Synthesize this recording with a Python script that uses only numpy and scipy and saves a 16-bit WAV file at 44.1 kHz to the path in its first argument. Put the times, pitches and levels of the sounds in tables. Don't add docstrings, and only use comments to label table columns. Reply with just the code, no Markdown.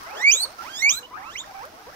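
import sys
import numpy as np
from scipy import signal
from scipy.fft import rfft, irfft, next_fast_len
from scipy.io import wavfile
from scipy.ndimage import uniform_filter1d

SR = 44100
rng = np.random.default_rng(int(sys.argv[2]) if len(sys.argv) > 2 else 0)


def to_wav(s):
    ch = np.atleast_2d(s).T
    pcm = np.round(np.clip(ch, -1, 1) * 32767)
    wavfile.write(sys.argv[1], SR, pcm.astype(np.int16))


N = 85995

# time_s, pitch_hz, fundamental_db, octave_db
FIRST_WHEEK = [(0.141, 1250, -44, -49.5), (0.179, 1660, -43.5, -43), (0.229, 2002, -27, -41.5),
               (.25, 2197, -14, -52), (.285, 2325, -13, -28), (0.304, 2402, -13, -24),
               (.313, 2626, -20.5, -22), (0.318, 2940, -24.5, -16), (0.337, 3290, -32, -15),
               (.37, 3763, -29, -31.5), (.416, 4183, -24.5, -31), (0.426, 4500, -24.5, -28),
               (.442, 4434, -24.5, -30.5), (.453, 4030, -30.5, -54)]
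SECOND_WHEEK = [(0.63, 771, -41.5, -63), (0.667, 1098, -38, -42), (0.702, 1564, -42, -49.5),
                (0.761, 1657, -56, -34.5), (0.819, 1948, -39, -36), (0.824, 2100, -22.5, -32.5),
                (.85, 2216, -16, -35.5), (.887, 2353, -14.5, -43), (.894, 2493, -15.5, -23),
                (0.896, 2865, -30.5, -18.5), (0.914, 3295, -25, -18), (0.922, 3576, -32, -27.5),
                (0.956, 3970, -35, -35.5), (0.982, 4106, -32.5, -48), (0.996, 3990, -39, -42.5)]
THIRD_WHEEK = [(1.214, 839, -52, -46), (1.259, 1281, -38.5, -49), (1.302, 1377, -49.5, -48.5),
               (1.35, 2000, -50, -46.5), (1.358, 2054, -29, -60), (1.369, 2750, -37, -43),
               (1.393, 3400, -34, -30.5), (1.407, 3728, -33.5, -42.5), (1.421, 3600, -39.5, -42)]
# frequency_hz, gain_db
THROAT_RESPONSE = [(1500, 22), (3300, 0.5), (4400, -6), (5500, -0.5), (7300, 1.5), (8400, -16), (9500, -22),
                   (11000, -14.5), (12500, -5.5), (15500, -13)]
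# frequency_hz, left_minus_right_db
CALLER_BALANCE = [(1200, -14), (2300, -4.5), (3600, -7), (5000, -19.5), (6200, -20), (7200, 3),
                  (8200, 13.5), (9000, 15), (12000, -1.5), (15000, 10)]
JITTER, JITTER_HZ, SHIMMER_DB, SHIMMER_HZ = 0.0016, 350, 1.5, 64.6
RASP_DB, RASP_HZ, HISS_DB, HISS_LOW_HZ = -19, 500, -26, 4500
STRAIN_HZ = 4200
EDGE_S, LEFT_LEAD_S, OVERTONE_STEP_DB = 0.0012, 0.0001, -2.5


def wheek(contour, drive_ceiling_db):
    time_s, pitch_hz, fundamental_db, octave_db = np.transpose(contour)
    t = np.arange(time_s[0], time_s[-1], 1 / SR)
    hz = np.interp(t, time_s, pitch_hz) * (1 + JITTER * wander(len(t), JITTER_HZ))
    cycles = np.cumsum(hz) / SR + np.array([[LEFT_LEAD_S], [0]]) * hz
    fundamental_db, octave_db = np.interp(t, time_s, fundamental_db), np.interp(t, time_s, octave_db)
    drive_db = np.minimum(octave_db - at_frequency(THROAT_RESPONSE, 2 * hz), drive_ceiling_db)
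    air = highpass(rng.standard_normal((2, len(t))), HISS_LOW_HZ, order=3)
    out = unit_rms(air) * (hz / STRAIN_HZ) ** 2 * amp(octave_db + HISS_DB)
    for k in range(1, 9):
        upper_db = drive_db + at_frequency(THROAT_RESPONSE, k * hz) + OVERTONE_STEP_DB * (k - 2)
        level_db = fundamental_db if k == 1 else octave_db if k == 2 else upper_db
        rasp = amp(RASP_DB) * ((k - 1) * hz / STRAIN_HZ) ** 2
        roughness = (1 + rasp * sideband_noise(len(t), RASP_HZ)) / np.sqrt(1 + 2 * rasp ** 2)
        tone = (roughness * np.exp(2j * np.pi * k * cycles)).real * (k * hz < SR / 2)
        pan = amp(at_frequency(CALLER_BALANCE, k * hz) * np.array([[.5], [-.5]]))
        pan /= np.sqrt(np.mean(pan ** 2, axis=0))
        out += pan * amp(level_db + SHIMMER_DB * wander(len(t), SHIMMER_HZ)) * tone
    return time_s[0], np.sqrt(2) * out * fade(t - time_s[0], EDGE_S, EDGE_S)


PEEP_SWELL, PEEP_RELEASE_S, PEEP_JITTER = 0.11, 0.0041, 0.015
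PEEP_OVERTONE_DB, DULL_HZ = -10, 2100
HOARSENESS, HOARSE_HZ, LAG_S_PER_DB = .23, 110, .00005


def peep(start_s, length_s, first_hz, last_hz, level_db, glide_exponent, side_db):
    t = np.arange(0, length_s, 1 / SR)
    hz = first_hz + (last_hz - first_hz) * (t / length_s) ** glide_exponent
    hz *= 1 + PEEP_JITTER * wander(len(t), hz=87.0)
    pan_db = side_db * np.array([[-.5], [.5]])
    cycles = np.cumsum(hz) / SR + pan_db * LAG_S_PER_DB * hz
    voice = 0
    for k in range(1, 4):
        roughness = 1 + k * HOARSENESS * sideband_noise(len(t), HOARSE_HZ)
        gain = 1 if k == 1 else amp(PEEP_OVERTONE_DB) / (1 + (k * hz / DULL_HZ) ** 4)
        voice += gain * (roughness * np.exp(2j * np.pi * k * cycles)).real
    return start_s, voice * amp(level_db + pan_db) * fade(t, PEEP_SWELL * length_s, PEEP_RELEASE_S)


# start_s, length_s, first_hz, last_hz, level_db, glide_exponent, right_minus_left_db
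CLEAR_PEEPS = [ (0.057, 0.077, 1966, 2730, -46, 1.8, 7), (0.062, 0.079, 637.6, 930, -38.5, 1.53, 4.5),
               (.19, 0.047, 792, 1410, -37.5, 2.03, 2), (0.335, 0.036, 420.5, 646, -40.5, 2.14, -2.5),
               (.405, 0.063, 721.4, 1400, -42, 2.6, -2), (0.441, 0.11, 459.4, 830, -47, 1.4, 1),
               (0.582, 0.053, 1326, 1434, -37.5, 1.86, 9.5), (0.811, 0.19, 690, 1685, -42.5, 1.28, 1),
               (.99, 0.073, 487, 525, -47.5, 3, -2), (1.028, 0.036, 2800, 3010, -41, 0.51, 4.5),
               (1.16, .16, 744, 1501, -40.5, 2.77, 5), (1.393, 0.058, 887, 2110, -46, 2.42, -1),
               (1.469, 0.0603, 837, 726, -42, 0.99, -4), (1.538, 0.12, 774, 1818, -36, 5.5, 6),
               (1.625, 0.065, 465.4, 697, -43.5, 1.14, 2), (1.716, 0.11, 624.6, 892, -48, 2, -3.5),
               (1.865, 0.041, 464.5, 716, -40.5, 2.34, -1.5), (1.876, 0.032, 838, 1720, -45, 1.4, 7.5),
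               (1.918, 0.0298, 1145, 2100, -45.5, 1, 0.5)]
# start_s, end_s, median_first_hz, median_level_db
CHATTER_SPANS = [(0, 1.96, 783, -52), (0, .2, 950, -45.5), (.13, .18, 518.4, -43),
                 (1.11, 1.18, 1047, -43.5)]
CHATTER_PER_S, EXTRA_PEEPS, CHATTER_RISE, CHATTER_S = 36, 4, 1.6, .065


def herd():
    out = np.zeros((2, N))
    for row in CLEAR_PEEPS:
        add(out, *peep(*row))
    for start_s, end_s, median_hz, level_db in CHATTER_SPANS:
        count = int(CHATTER_PER_S * (end_s - start_s)) + EXTRA_PEEPS
        for i, (shift, stretch, octaves, accent, side) in enumerate(rng.uniform(-.5, .5, (count, 5))):
            onset_s = start_s + (end_s - start_s) * (i + shift) / count
            hz = median_hz * 2 ** octaves
            add(out, *peep(onset_s, CHATTER_S * 2 ** stretch, hz, hz * CHATTER_RISE,
                           level_db + 6 * accent, glide_exponent=2, side_db=20 * side))
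    return out


# time_s, level_db
RUSTLE_ENVELOPE = [(0, -44), (.45, -45), (.56, -49.5), (0.628, -41), (.95, -51.5), (1.1, -55.5),
                   (1.199, -51.5), (1.62, -47.5), (1.72, -50.5), (1.95, -48)]
# frequency_hz, gain_db
STRAW_SPECTRUM = [(100, -26), (330, 1), (1400, 6.5), (3500, -4), (5600, 1), (7500, -13), (10000, -12.5),
                  (15000, -10.5)]
# start_s, level_db
STALK_CRACKS = [(0.0332, -41.5), (1.6528, -43)]
SNAPS_PER_S, SNAP_SPREAD_DB, CRACK_DECAY_S = 6600, 2.5, 0.0058


def straw():
    hz = np.fft.rfftfreq(N, 1 / SR)
    snaps = rng.standard_normal((2, N)) * (rng.random((2, N)) < SNAPS_PER_S / SR)
    snaps *= amp(SNAP_SPREAD_DB * np.minimum(rng.exponential(1, (2, N)), 4))
    out = unit_rms(irfft(rfft(snaps) * amp(at_frequency(STRAW_SPECTRUM, hz)), N))
    out *= amp(np.interp(np.arange(N) / SR, *np.transpose(RUSTLE_ENVELOPE)))
    t = np.arange(SR // 50) / SR
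    for start_s, level_db in STALK_CRACKS:
        add(out, start_s, amp(level_db) * np.exp(-t / CRACK_DECAY_S) * rng.standard_normal((2, len(t))))
    return out


def pen_echoes(x, gap_s=.003, decay_s=0.0096, low_hz=3599):
    t = np.arange(SR // 10) / SR
    taps = rng.standard_normal((2, len(t))) * np.exp(-t / decay_s) * (t > gap_s)
    taps = highpass(taps, low_hz, order=2)
    return signal.fftconvolve(x, taps / np.linalg.norm(taps[0]), axes=1)[:, :N]


# frequency_hz, t60_s
BARN_DECAY = [(300, 0.11), (4500, 0.24), (9000, 0.24), (15000, 0.039)]


def barn_reverb(x):
    hz, t, bands = signal.stft(rng.standard_normal((2, SR // 2)), SR, nperseg=256)
    decay = 1000 ** (-t / at_frequency(BARN_DECAY, hz)[:, None])
    tail = signal.istft(bands * decay, SR, nperseg=256)[1]
    return signal.fftconvolve(x, tail / np.linalg.norm(tail[0]), axes=1)[:, :N]


# frequency_hz, gain_db
HUSH_SPECTRUM = [(25, -5), (60, 0.5), (170, -4), (330, 0.5), (800, -9), (1500, -24), (3000, -14),
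                 (9000, -26.5), (15500, -21)]
# frequency_hz, coherence
HUSH_COHERENCE = [(60, 0.64), (250, 0.9), (700, 1), (1500, 0.14)]
HUSH_DB, HUSH_PATCHY_DB = -53.5, 2.5


def hush():
    hz = np.fft.rfftfreq(2048, 1 / SR)
    a, b, c, d, patches = rng.standard_normal((5, len(hz), N // 512 + 5))
    patches = uniform_filter1d(patches, size=7, axis=1)
    patches = unit_rms(uniform_filter1d(patches, size=14, axis=0))
    coherence = np.clip(at_frequency(HUSH_COHERENCE, hz), -1, 1)[:, None]
    left, independent = a + 1j * b, c + 1j * d
    bands = np.array([left, coherence * left + np.sqrt(1 - coherence ** 2) * independent])
    bands *= amp(at_frequency(HUSH_SPECTRUM, hz)[:, None] + HUSH_PATCHY_DB * patches)
    return amp(HUSH_DB) * unit_rms(signal.istft(bands, nperseg=2048, noverlap=1536)[1][:, :N])


def amp(db):
    return 10 ** (np.asarray(db) / 20)


def unit_rms(x):
    return x / np.sqrt(np.mean(x ** 2) + 1e-20)


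def at_frequency(table, hz):
    table_hz, value = np.transpose(table)
    return np.interp(np.log(hz + 1), np.log(table_hz + 1), value)


def add(mix, start_s, sound):
    part = mix[:, max(round(start_s * SR), 0):][:, :sound.shape[1]]
    part += sound[:, :part.shape[1]]


def highpass(x, hz, order):
    return signal.sosfilt(signal.butter(order, hz, "high", fs=SR, output="sos"), x)


def wander(size, hz):
    length = next_fast_len(size + SR // 20)
    f = np.fft.rfftfreq(length, 1 / SR)
    return unit_rms(irfft(rfft(rng.standard_normal(length)) / (1 + (f / hz) ** 2), length))[:size]


def sideband_noise(size, hz):
    return np.array([wander(size, hz) + 1j * wander(size, hz) for side in "LR"])


def fade(t, attack_s, release_s):
    return np.sin(np.pi / 2 * np.clip(np.minimum(t / attack_s, (t[-1] - t) / release_s), 0, 1)) ** 2


def scene():
    caller = np.zeros((2, N))
    for contour, drive_ceiling_db in (FIRST_WHEEK, -33), (SECOND_WHEEK, -31), (THIRD_WHEEK, -50):
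        add(caller, *wheek(contour, drive_ceiling_db))
    others, rustle = herd(), straw()
    reverb = barn_reverb(amp(-15) * caller + amp(-11) * others)
    echoes = amp(-10.5) * pen_echoes(caller)
    background = (rustle + hush()) * amp([[-1.1], [1.1]])
    return caller + others + echoes + reverb + background


def record(dry):
    lowpass = signal.firwin(511, cutoff=15750, window=("kaiser", 9), fs=SR)
    return signal.oaconvolve(dry, lowpass[None], "same")


dry = scene()
out = record(dry)
to_wav(out)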